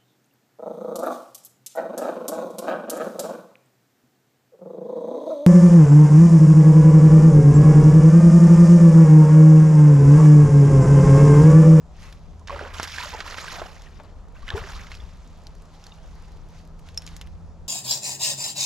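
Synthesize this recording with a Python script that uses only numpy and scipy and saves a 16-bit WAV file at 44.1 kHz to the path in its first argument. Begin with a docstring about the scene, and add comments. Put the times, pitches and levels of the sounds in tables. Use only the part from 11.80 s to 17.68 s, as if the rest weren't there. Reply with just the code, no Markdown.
"""An electric trolling motor hums under a light breeze, with water streaming along a small boat's hull on a river.
A jacket rustles and tackle clicks; then a hooked fish thrashes beside the boat and is swung out with a deep plop.
Motor: two sines. Breeze, wash and cloth: flickering noise bands. Tackle: damped noise knocks and ringing modes.
Water: random grains through narrow bands, plus damped sines for slaps, bubbles, the plop and the rocking hull.
Two microphone ports: splashes shift right, left and slightly right again; the low thumps are well to the left."""
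import sys
import numpy as np
from scipy import signal
from scipy.fft import rfft, irfft, next_fast_len
from scipy.io import wavfile

SR = 44100
rng = np.random.default_rng(int(sys.argv[2]) if len(sys.argv) > 2 else 0)


def persist_wave(psi):
    """Save psi, clipped to +-1, as 16-bit WAV."""
    counts = np.round(np.clip(psi, -1, 1) * 32767).astype(np.int16)
    wavfile.write(sys.argv[1], SR, np.atleast_2d(counts).T)


N = 259308
TIME = np.arange(N) / SR   # s

# Trolling motor, rms levels before trim: time_s, throb_db, hum_pitch_hz, hum_db
MOTOR = [(0, -52.5, 161, -49.5), (.45, -55, 165, -52.5), (.75, -41.5, 166, -62), (1.7, -52.5, 165.6, -59.5),
         (3.6, -53.5, 160.5, -54.5), (4.1, -63, 162, -54), (4.55, -50, 163, -54.5),
         (5.88, -45.5, 165, -49.5)]
BLADE_HZ = 80.2   # mean rate of the propeller throb
# Breeze at the microphone, rms before panning: time_s, level_db
BREEZE = [(0, -43), (1.7, -42), (2.4, -43.5), (2.7, -38.5), (3.25, -41), (4, -46.5), (4.4, -41),
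          (4.9, -43.5), (5.88, -41.5)]
# Relative spectrum of the breeze: frequency_hz, density_db [dB per Hz]
BREEZE_COLOUR = [(16, -5.5), (28, 2.5), (55, -1), (85, -9), (125, -17.5), (200, -17), (300, -55)]
# Relative spectrum of water streaming along the hull: frequency_hz, density_db [dB per Hz]
WASH_COLOUR = [(120, 2), (220, 3.5), (320, -2), (480, 0.5), (700, -1), (1100, -4.5), (1700, -18.5),
               (3000, -23), (6500, -22), (12000, -30), (15500, -31)]
# Left-right likeness of the wind: frequency_hz, likeness [1 = identical]
WIND_LIKENESS = [(25, .35), (60, .6), (200, .8)]
# Left-right likeness of hull wash and cloth: frequency_hz, likeness [1 = identical]
AIR_LIKENESS = [(200, .93), (1000, .88), (3000, .75), (7000, .65), (12000, .4)]
# Arm moves that rustle the jacket: fastest_s, level_db [before trim], length_s [width at half amplitude]
ARM_MOVES = [(0.259, -51, 0.12), (0.52, -68, 0.35), (3.486, -64.5, 0.94), (3.946, -58.5, 0.037),
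             (4.073, -58.5, 0.19), (4.39, -61.5, 0.56), (4.77, -59, 0.11), (5.078, -56.5, .05),
             (5.298, -55.5, 0.25)]
# Relative spectrum of sliding cloth: frequency_hz, density_db [dB per Hz]
RUSTLE_COLOUR = [(700, 8), (1500, 5), (3000, 2), (5500, 0.5), (7500, -10), (9000, -4), (12500, -8.5),
                 (15500, -14)]
# Reel and tackle clicks: start_s, level_db [before trim], pitch_hz [sets the noise band]
CLICKS = [(0.326, -36.5, 3060), (.595, -49, 6200), (1.0299, -18, 5500), (1.039, -28.5, 6130),
          (2.02, -40, 6500), (3.151, -34, 5500), (3.475, -46.5, 7000), (3.669, -36.5, 4000),
          (3.821, -46, 8640), (3.855, -49, 7540), (4.04, -38.5, 4930), (4.067, -37.5, 4900),
          (4.994, -42, 12000), (5.088, -39, 2750), (5.145, -43, 5330), (5.1747, -23.5, 7600),
          (5.2206, -35.5, 3500), (5.265, -30, 5500), (5.276, -32.5, 4500), (5.289, -39, 3000),
          (5.365, -29.5, 10100), (5.413, -27.5, 3160), (5.472, -43, 2950)]
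# The reel snaps into gear: start_s, level_db
SNAPS = [(1.0338, -26), (5.176, -15.5)]
# Ringing modes of the reel: pitch_hz, level_db [relative], t60_s
REEL = [(5390, -5, 0.039), (5480, -10.5, 0.038), (5360, -39, 0.49), (5500, -38, 0.38), (6200, -27, 0.021),
        (10300, -25, 0.021), (13360, -31, 0.065)]
# Bubbles and drips: start_s, level_db [before swell and decay], pitch_hz [at the start]
PLOPS = [(0.612, -38.5, 1000), (0.712, -28.5, 540), (0.737, -25, 550), (0.764, -35, 470), (0.820, -31, 393),
         (0.855, -32, 520), (1.203, -22.5, 976), (1.255, -31, 580), (1.345, -25.5, 850),
         (2.068, -34.5, 1840), (2.559, -39, 1510), (2.566, -35, 2700), (2.627, -34, 1114),
         (2.7025, -17.5, 1715), (2.725, -43, 960), (2.746, -21, 395.4), (2.762, -23.5, 431),
         (2.835, -35, 379), (3.202, -26, 3450), (4.066, -23.5, 4300), (4.120, -25.5, 3660),
         (4.121, -32, 2810)]
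BUBBLE_CYCLES, BUBBLE_RISE_OCT_PER_S = 41.4, 3.6   # cycles of the starting pitch to fall 60 dB; pitch rise
# Water slapping shut on trapped air:
# start_s, level_db [before trim], pitch_hz, ring_cycles [to fall 60 dB], spatter_db [against the pocket]
SLAPS = [(0.6734, -28.5, 2740, 7.8, -5), (0.683, -26, 1700, 19, -9), (0.6959, -20.5, 1105, 50, -12),
         (.705, -19.5, 1020, 18, -14), (0.7924, -20, 1560, 29, -23), (0.812, -20.5, 580, 9.1, -14),
         (0.851, -24, 1490, 17, -17), (0.9984, -6.5, 1100, 3.6, -17), (1.03, -20.5, 434, 2.5, -20),
         (1.183, -17.5, 1670, 35, -12), (1.213, -23.5, 1900, 12, -14), (1.3363, -24, 1010, 21, -8),
         (1.4044, -18.5, 1910, 7.7, -6), (1.543, -22.5, 1400, 19, -10), (1.583, -16.5, 1620, 12, -10),
         (1.681, -23.5, 1565, 56, -16), (1.7959, -23.5, 910, 14, -9), (1.8174, -19.5, 654, 21, -8.5),
         (1.858, -28, 730, 22, -18), (2.199, -33.5, 880, 6.4, -7), (2.6802, -23, 2020, 26, -12.5),
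         (2.6898, -18, 2950, 24, -35), (2.7037, -13.5, 3500, 16, -40), (2.839, -26.5, 1840, 24, -13),
         (2.888, -29, 5500, 38, -23), (2.964, -33, 3720, 33, -12), (3.069, -30, 2010, 17, -15),
         (3.117, -26, 2020, 18, -7), (3.142, -31, 2560, 23, -17)]
# Relative spectrum of falling water: frequency_hz, density_db [dB per Hz]
WATER_COLOUR = [(130, -7), (280, -10), (480, -2), (1100, 3), (1700, 0), (2600, -3), (5200, -6.5),
                (8500, -15), (12000, -12.5), (15500, -19)]
# The fish throws water: start_s, length_s, splash_db, fine_spray_db [both before trim]
THROWS = [(0.703, 0.18, -40.5, -52.5), (0.93, 0.22, -41, -44), (1.133, 0.035, -38, -41),
          (1.183, 0.058, -34.5, -40), (1.344, .03, -41, -56), (1.451, 0.087, -40, -45),
          (1.564, 0.18, -39, -43), (1.776, 0.031, -47, -73), (2.165, 0.012, -56, -68),
          (2.54, 0.23, -53.5, -62), (2.66, 0.036, -36, -51), (2.749, 0.03, -41, -46.5),
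          (2.851, 0.14, -44.5, -50), (3.084, 0.045, -72, -55.5)]
# Water gurgles back into the hollow: start_s, length_s, level_db [before trim]
GULPS = [(0.715, 0.15, -40.5), (0.94, 0.097, -53), (1.18, 0.13, -54), (1.32, 0.055, -43.5),
         (1.46, 0.2, -49.5), (1.72, .11, -43.5), (1.9, 0.019, -54), (2.19, 0.011, -44.5),
         (2.705, 0.037, -38), (2.81, 0.073, -47.5)]
SURGE_ATTACK_S, SURGE_FALL_DB_PER_S = 0.011, 127   # every throw and gulp builds, holds, collapses
DRIZZLE_DB, SETTLE_DB = -5, -17   # slower tail against its event: after a throw, after a gulp
TAIL_FALL_DB_PER_S = 38.5
# Drips from line and fish on the river: start_s, end_s
DRIPPING = (1.9, 4.6)
# Line ticking faintly through the rod guides: start_s, end_s
REELING = (1.5, 5.1)
# Low thumps of the plop and of the rocking hull:
# start_s, level_db [before swell and decay], pitch_hz [at the start]
THUMPS = [(2.63, -21.5, 31), (2.737, -8.5, 77), (2.815, -19.5, 93), (3.114, -27.5, 58.6),
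          (3.235, -20, 44.7)]
THUMP_CYCLES, THUMP_RISE_OCT_PER_S = 3.6, 1.1   # as for the bubbles
# Bearing of the moving water: time_s, balance_db [left minus right]
BEARING = [(1.9, -3), (2.2, 4), (2.6, -2), (4.1, -.8)]
# Lag of the left port behind the right: frequency_hz, phase_rad
PORT_LAG = [(0, 0), (1400, .26), (3200, .76), (5600, .36), (7800, .6), (8800, 0), (16000, 0)]
CUTOFF_HZ = 15900   # upper limit of the microphone


def from_db(db):
    """Decibels to gain."""
    return np.exp(np.asarray(db) * (np.log(10) / 20))


def rms_one(x):
    """Scale to unit power."""
    return x / np.sqrt(np.mean(x ** 2) + 1e-20)


def in_time(rows):
    """Read the columns of a curve at every sample."""
    s, *columns = np.transpose(rows)
    return [np.interp(TIME, s, column) for column in columns]


def at_hz(points, hz):
    """Read a curve on a log-frequency axis."""
    frequency, value = np.transpose(points)
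    return np.interp(np.log(hz), np.log(frequency), value)


def drift(rate_hz):
    """Slow random wander with spread 1: noise through two equal poles, computed every 40 samples."""
    pole = np.exp(-80 * np.pi * rate_hz / SR)
    noise = rng.standard_normal(N // 40 + 2002)
    slow = signal.lfilter([1], [1, -2 * pole, pole * pole], noise)[2000:]   # drop the settling
    return np.interp(np.arange(N) / 40, np.arange(len(slow)), rms_one(slow))


def band(x, low, high):
    """Gentle band-pass between two frequencies in Hz."""
    sos = signal.butter(2, [low, min(high, .47 * SR)], "band", fs=SR, output="sos")
    return signal.sosfilt(sos, x + 1e-18)


def add(out, s, sound):
    """Mix a short sound in at time s."""
    at = int(s * SR)
    out[..., at:at + sound.shape[-1]] += sound[..., :N - at]


def spread(mid, side, alike):
    """Turn two unrelated signals into a stereo pair of given likeness."""
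    alike = np.clip(alike, -1, 1)
    return np.sqrt(1 + alike) * mid + np.sqrt(1 - alike) * side * np.array([[1], [-1]])


def place(x, pan_db):
    """Set a sound's bearing by its left-minus-right level at the two ports."""
    left, right = np.broadcast_to(x, (2, N))
    return np.array([left * from_db(pan_db / 2), right * from_db(-pan_db / 2)])


def banded_noise(colour, likeness, flicker_db, flicker_rate_hz, count):
    """Bands of stereo noise, each flickering by itself; rms 1."""
    edges = np.geomspace(colour[0][0], colour[-1][0], count + 1)
    white = rng.standard_normal((2, 2, N))   # neighbouring bands use different noise
    out = 0
    for k, (low, high) in enumerate(zip(edges, edges[1:])):
        hz = np.sqrt(low * high)
        gain = from_db(at_hz(colour, hz) + flicker_db * drift(flicker_rate_hz))
        mid, side = band(white[k % 2], low, high)
        out = out + gain * spread(mid, side, at_hz(likeness, hz))
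    return rms_one(out)


def grains(per_s, size_db, count=6000):
    """Random impulses, many small and a few large; rms 1."""
    when, size, sign = rng.random((count, 3))[:int(per_s * N / SR) + 1].T
    strength_db = size_db * np.minimum(-np.log(1 - size), 4)
    out = np.zeros(N)
    out[(when * N).astype(int)] = np.sign(sign - .5) * from_db(strength_db)
    return rms_one(out)


def motor(blade_db, hum_db, waver, flutter_db):
    """The propeller throbs with a wavering pitch under an electric hum; both flutter in level."""
    blade_level, hum_hz, hum_level = in_time(MOTOR)
    throb = np.sin(2 * np.pi * np.cumsum(BLADE_HZ * (1 + waver * drift(6.3))) / SR)
    hum = np.sin(2 * np.pi * np.cumsum(hum_hz) / SR)
    throb_gain = from_db(blade_level + blade_db + flutter_db * drift(6.0))
    hum_gain = from_db(hum_level + hum_db + flutter_db * drift(5.8))
    return np.sqrt(2) * (throb_gain * throb + hum_gain * hum)


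def breeze():
    """Wind at the microphone is low, flickering noise that differs between the ports."""
    noise = banded_noise(BREEZE_COLOUR, WIND_LIKENESS, flicker_db=2.0, flicker_rate_hz=5.4, count=8)
    return from_db(in_time(BREEZE)[0]) * noise


def hull_wash():
    """Water streaming along the hull is flickering noise with most of its power below the treble."""
    noise = banded_noise(WASH_COLOUR, AIR_LIKENESS, flicker_db=1.5, flicker_rate_hz=8, count=16)
    return from_db(-55.0) * noise


def jacket(level_db, crinkle_db):
    """Stiff cloth hisses and crinkles as it slides; each arm move swells and fades in a bell shape."""
    hiss = banded_noise(RUSTLE_COLOUR, AIR_LIKENESS, flicker_db=2.5, flicker_rate_hz=27, count=11)
    crinkles = rms_one(band(grains(per_s=300, size_db=4), 1800, 9000))
    power = sum((from_db(db) / (1 + (2 * (TIME - s) / length) ** 2)) ** 2 for s, db, length in ARM_MOVES)
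    return from_db(level_db) * np.sqrt(power) * (hiss + from_db(crinkle_db) * crinkles)


def tackle(click_db, click_t60, edge_db, tail_db, tail_t60):
    """Dry plastic clicks are damped noise; the reel's clutch pings with close modes that beat."""
    out, t = np.zeros(N), TIME[:SR // 4]
    decay = from_db(-60 * t / click_t60) + from_db(tail_db - 60 * t / tail_t60)
    for s, db, hz in CLICKS:
        body, edge = rng.standard_normal((2, len(t)))
        body = rms_one(band(body, hz * 0.51, hz * 1.42))
        edge = rms_one(band(edge, 900, 15700))
        add(out, s, from_db(db + click_db) * (body + from_db(edge_db) * edge) * decay)
    ping = sum(np.sin(2 * np.pi * hz * t) * from_db(db - 60 * t / t60) for hz, db, t60 in REEL)
    for s, db in SNAPS:
        add(out, s, from_db(db) * ping)
    return out


def rising_rings(table, cycles, rise_oct_per_s, swell_s):
    """Bubbles and low thumps are sines that swell, die away in a set number of cycles and climb in pitch."""
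    out, t = np.zeros(N), TIME[:SR // 4]
    swell = 1 - np.exp(-t / swell_s)
    for s, db, hz in table:
        phase = 2 * np.pi * np.cumsum(hz * 2 ** (rise_oct_per_s * t)) / SR
        add(out, s, np.sin(phase) * swell * from_db(db - 60 * t * hz / cycles))
    return out


def slaps(level_db, spatter_t60, crack_db, crack_t60):
    """A slap is a damped ringing pocket of air, a sharp crack and a short spatter."""
    out, t = np.zeros(N), TIME[:SR // 6]
    for s, db, hz, cycles, spatter_db in SLAPS:
        pocket = np.sin(2 * np.pi * hz * t) * from_db(-60 * t * hz / max(cycles, 1))
        crack, spatter = rng.standard_normal((2, len(t)))
        crack = rms_one(band(crack, 540, 9400)) * from_db(crack_db - 60 * t / crack_t60)
        spatter = rms_one(band(spatter, hz * 0.45, hz * 2.11)) * from_db(spatter_db - 60 * t / spatter_t60)
        add(out, s, from_db(db + level_db) * (pocket + crack + spatter))
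    return out


def surges(events, tail_db):
    """Level in dB of moving water: each event builds, holds and collapses over a slower tail, within 1 s."""
    power, t = np.full(N, 1e-12), TIME[:SR]
    for s, length, db in events:
        after = np.maximum(t - length, 0)
        collapse = from_db(-SURGE_FALL_DB_PER_S * after) ** 2
        tail = from_db(tail_db - TAIL_FALL_DB_PER_S * after) ** 2
        build = np.minimum(t / SURGE_ATTACK_S, 1)
        add(power, s, (from_db(db) * build) ** 2 * (collapse + tail))
    return 10 * np.log10(power)


def water_levels():
    """Levels in dB of the large bubbles in the gulps, and of the splash and fine spray of the throws."""
    throws = np.array(THROWS)
    gurgle = surges(GULPS, SETTLE_DB)
    splash = surges(throws[:, [0, 1, 2]], DRIZZLE_DB)
    spray = surges(throws[:, [0, 1, 3]], DRIZZLE_DB)
    return gurgle, splash, spray


def splashing(water_db, drops_per_s, size_db, mist_db, impact_db, clump_db, patchy_db, trims_db, count):
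    """Each drop ticks broadly and leaves a bubble ringing in one narrow band; fine mist fills the gaps."""
    edges = np.geomspace(130, 15500, count + 1)
    centres = np.sqrt(edges[:-1] * edges[1:])
    power = from_db(at_hz(WATER_COLOUR, centres)) ** 2 * np.diff(edges)
    zone = np.digitize(centres, [800, 2800])
    # large, middling and small bubbles each follow their own level
    levels = [level + trim - 10 * np.log10(power[zone == k].sum())
              for k, (level, trim) in enumerate(zip(water_db, trims_db))]
    impacts = from_db(impact_db) * grains(500, size_db)   # shared by all bands
    clumps = clump_db * drift(52)
    mist, out = rng.standard_normal((2, 2, N)), 0
    likeness = [(600, .97), (2000, .88), (5000, .9), (8000, .75), (12000, .45)]   # Hz, left-right likeness
    for k, hz in enumerate(centres):
        # blend the three levels smoothly across frequency
        shares = [np.interp(np.log(hz), np.log([520, 1500, 4600]), row) for row in np.eye(3)]
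        level = sum(share * db for share, db in zip(shares, levels))
        level = level + clumps + patchy_db * drift(31.0)
        drops = grains(drops_per_s * np.sqrt(hz / 1000), size_db)
        drops = drops + impacts + from_db(mist_db) * mist[k % 2, 0]
        mid, side = band(np.array([drops, mist[k % 2, 1]]), edges[k], edges[k + 1])
        stereo = spread(rms_one(mid), rms_one(side), at_hz(likeness, hz))
        out = out + np.sqrt(power[k] / 2) * from_db(level) * stereo
    return out


def plips(splash_db, per_s, level_db, drip_db, cycles, rise, count):
    """Stray bubbles ring at random pitches, following the splash level; faint drips go on afterwards."""
    out, t = np.zeros(N), TIME[:SR // 20]
    dripping = (TIME > DRIPPING[0]) & (TIME < DRIPPING[1])
    stir = from_db(splash_db + level_db) + from_db(drip_db) * dripping
    for when, size, strength, chance in rng.random((count, 4)):
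        if chance < per_s * TIME[-1] / count:
            hz = 850 * 5 ** size
            age = t * hz / cycles   # 1 when the ring has fallen 60 dB
            ring = np.sin(2 * np.pi * hz * t * (1 + rise * np.minimum(age, 1))) * from_db(-60 * age)
            gain = stir[int(when * N)] * from_db(-10 * strength - 3.9 * size)
            add(out, when * TIME[-1], ring * gain)
    return out


def line_ticks(per_s, level_db, range_db, t60, low_hz, count):
    """The line makes faint, bright ticks at random: short damped noise bursts."""
    out, t = np.zeros(N), TIME[:SR // 40]
    start, end = REELING
    draws, bursts = rng.random((count, 3)), rng.standard_normal((count, len(t)))
    for (when, size, chance), burst in zip(draws, bursts):
        if chance < per_s * (end - start) / count:
            tick = rms_one(band(burst, low_hz, 15000)) * from_db(-60 * t / t60)
            add(out, start + when * (end - start), from_db(level_db - range_db * size) * tick)
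    return out


def scene():
    """Motor, breeze and wash near centre, angler slightly right, moving splashes, low thumps to the left."""
    hum = motor(blade_db=-.5, hum_db=-1.5, waver=0.0192, flutter_db=2.0)
    surroundings = breeze() + hull_wash() + hum
    rustle = jacket(level_db=2, crinkle_db=-9.5)
    clicks = tackle(click_db=-3.5, click_t60=0.0052, edge_db=-2.5, tail_db=-10, tail_t60=0.047)
    bubbles = rising_rings(PLOPS, BUBBLE_CYCLES, BUBBLE_RISE_OCT_PER_S, swell_s=0.0029)
    hits = slaps(level_db=-3.0, spatter_t60=0.044, crack_db=-23, crack_t60=0.0099)
    gurgle, splash, spray = water_levels()
    water = splashing((gurgle, splash, spray), drops_per_s=140, size_db=3.5, mist_db=-1.5, impact_db=-1.5,
                      clump_db=2.0, patchy_db=2.0, trims_db=(-2.5, -2.36, 0.5), count=24)
    strays = plips(splash, per_s=70, level_db=6.5, drip_db=-59, cycles=31, rise=0.092, count=700)
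    ticks = line_ticks(per_s=12, level_db=-47.5, range_db=9, t60=0.0092, low_hz=3980, count=120)
    thumps = rising_rings(THUMPS, THUMP_CYCLES, THUMP_RISE_OCT_PER_S, swell_s=0.0064)
    fish = place(water + hits + bubbles + strays, in_time(BEARING)[0])
    angler = place(clicks + ticks + rustle, pan_db=-1.1)
    return fish + place(thumps, pan_db=7.5) + angler + place(surroundings, pan_db=0.6)


def record(dry):
    """The left port lags in phase by frequency; the treble is shelved down, rolls off and stops at a cutoff."""
    size = next_fast_len(N + SR // 10)
    lag = np.interp(np.fft.rfftfreq(size, 1 / SR), *np.transpose(PORT_LAG))
    left = irfft(rfft(dry[0], size) * np.exp(-1j * lag), size)[:N]
    ports = np.array([left, dry[1]])
    low = signal.sosfilt(signal.butter(13, 7500, fs=SR, output="sos"), ports)
    high = signal.sosfilt(signal.butter(13, 7500, "high", fs=SR, output="sos"), ports)
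    shelved = low + from_db(-8.5) * high
    rolled = signal.sosfilt(signal.butter(6, 12700, fs=SR, output="sos"), shelved)
    return signal.sosfilt(signal.ellip(10, .1, 80, CUTOFF_HZ, fs=SR, output="sos"), rolled)


dry = scene()
out = record(dry)
persist_wave(out)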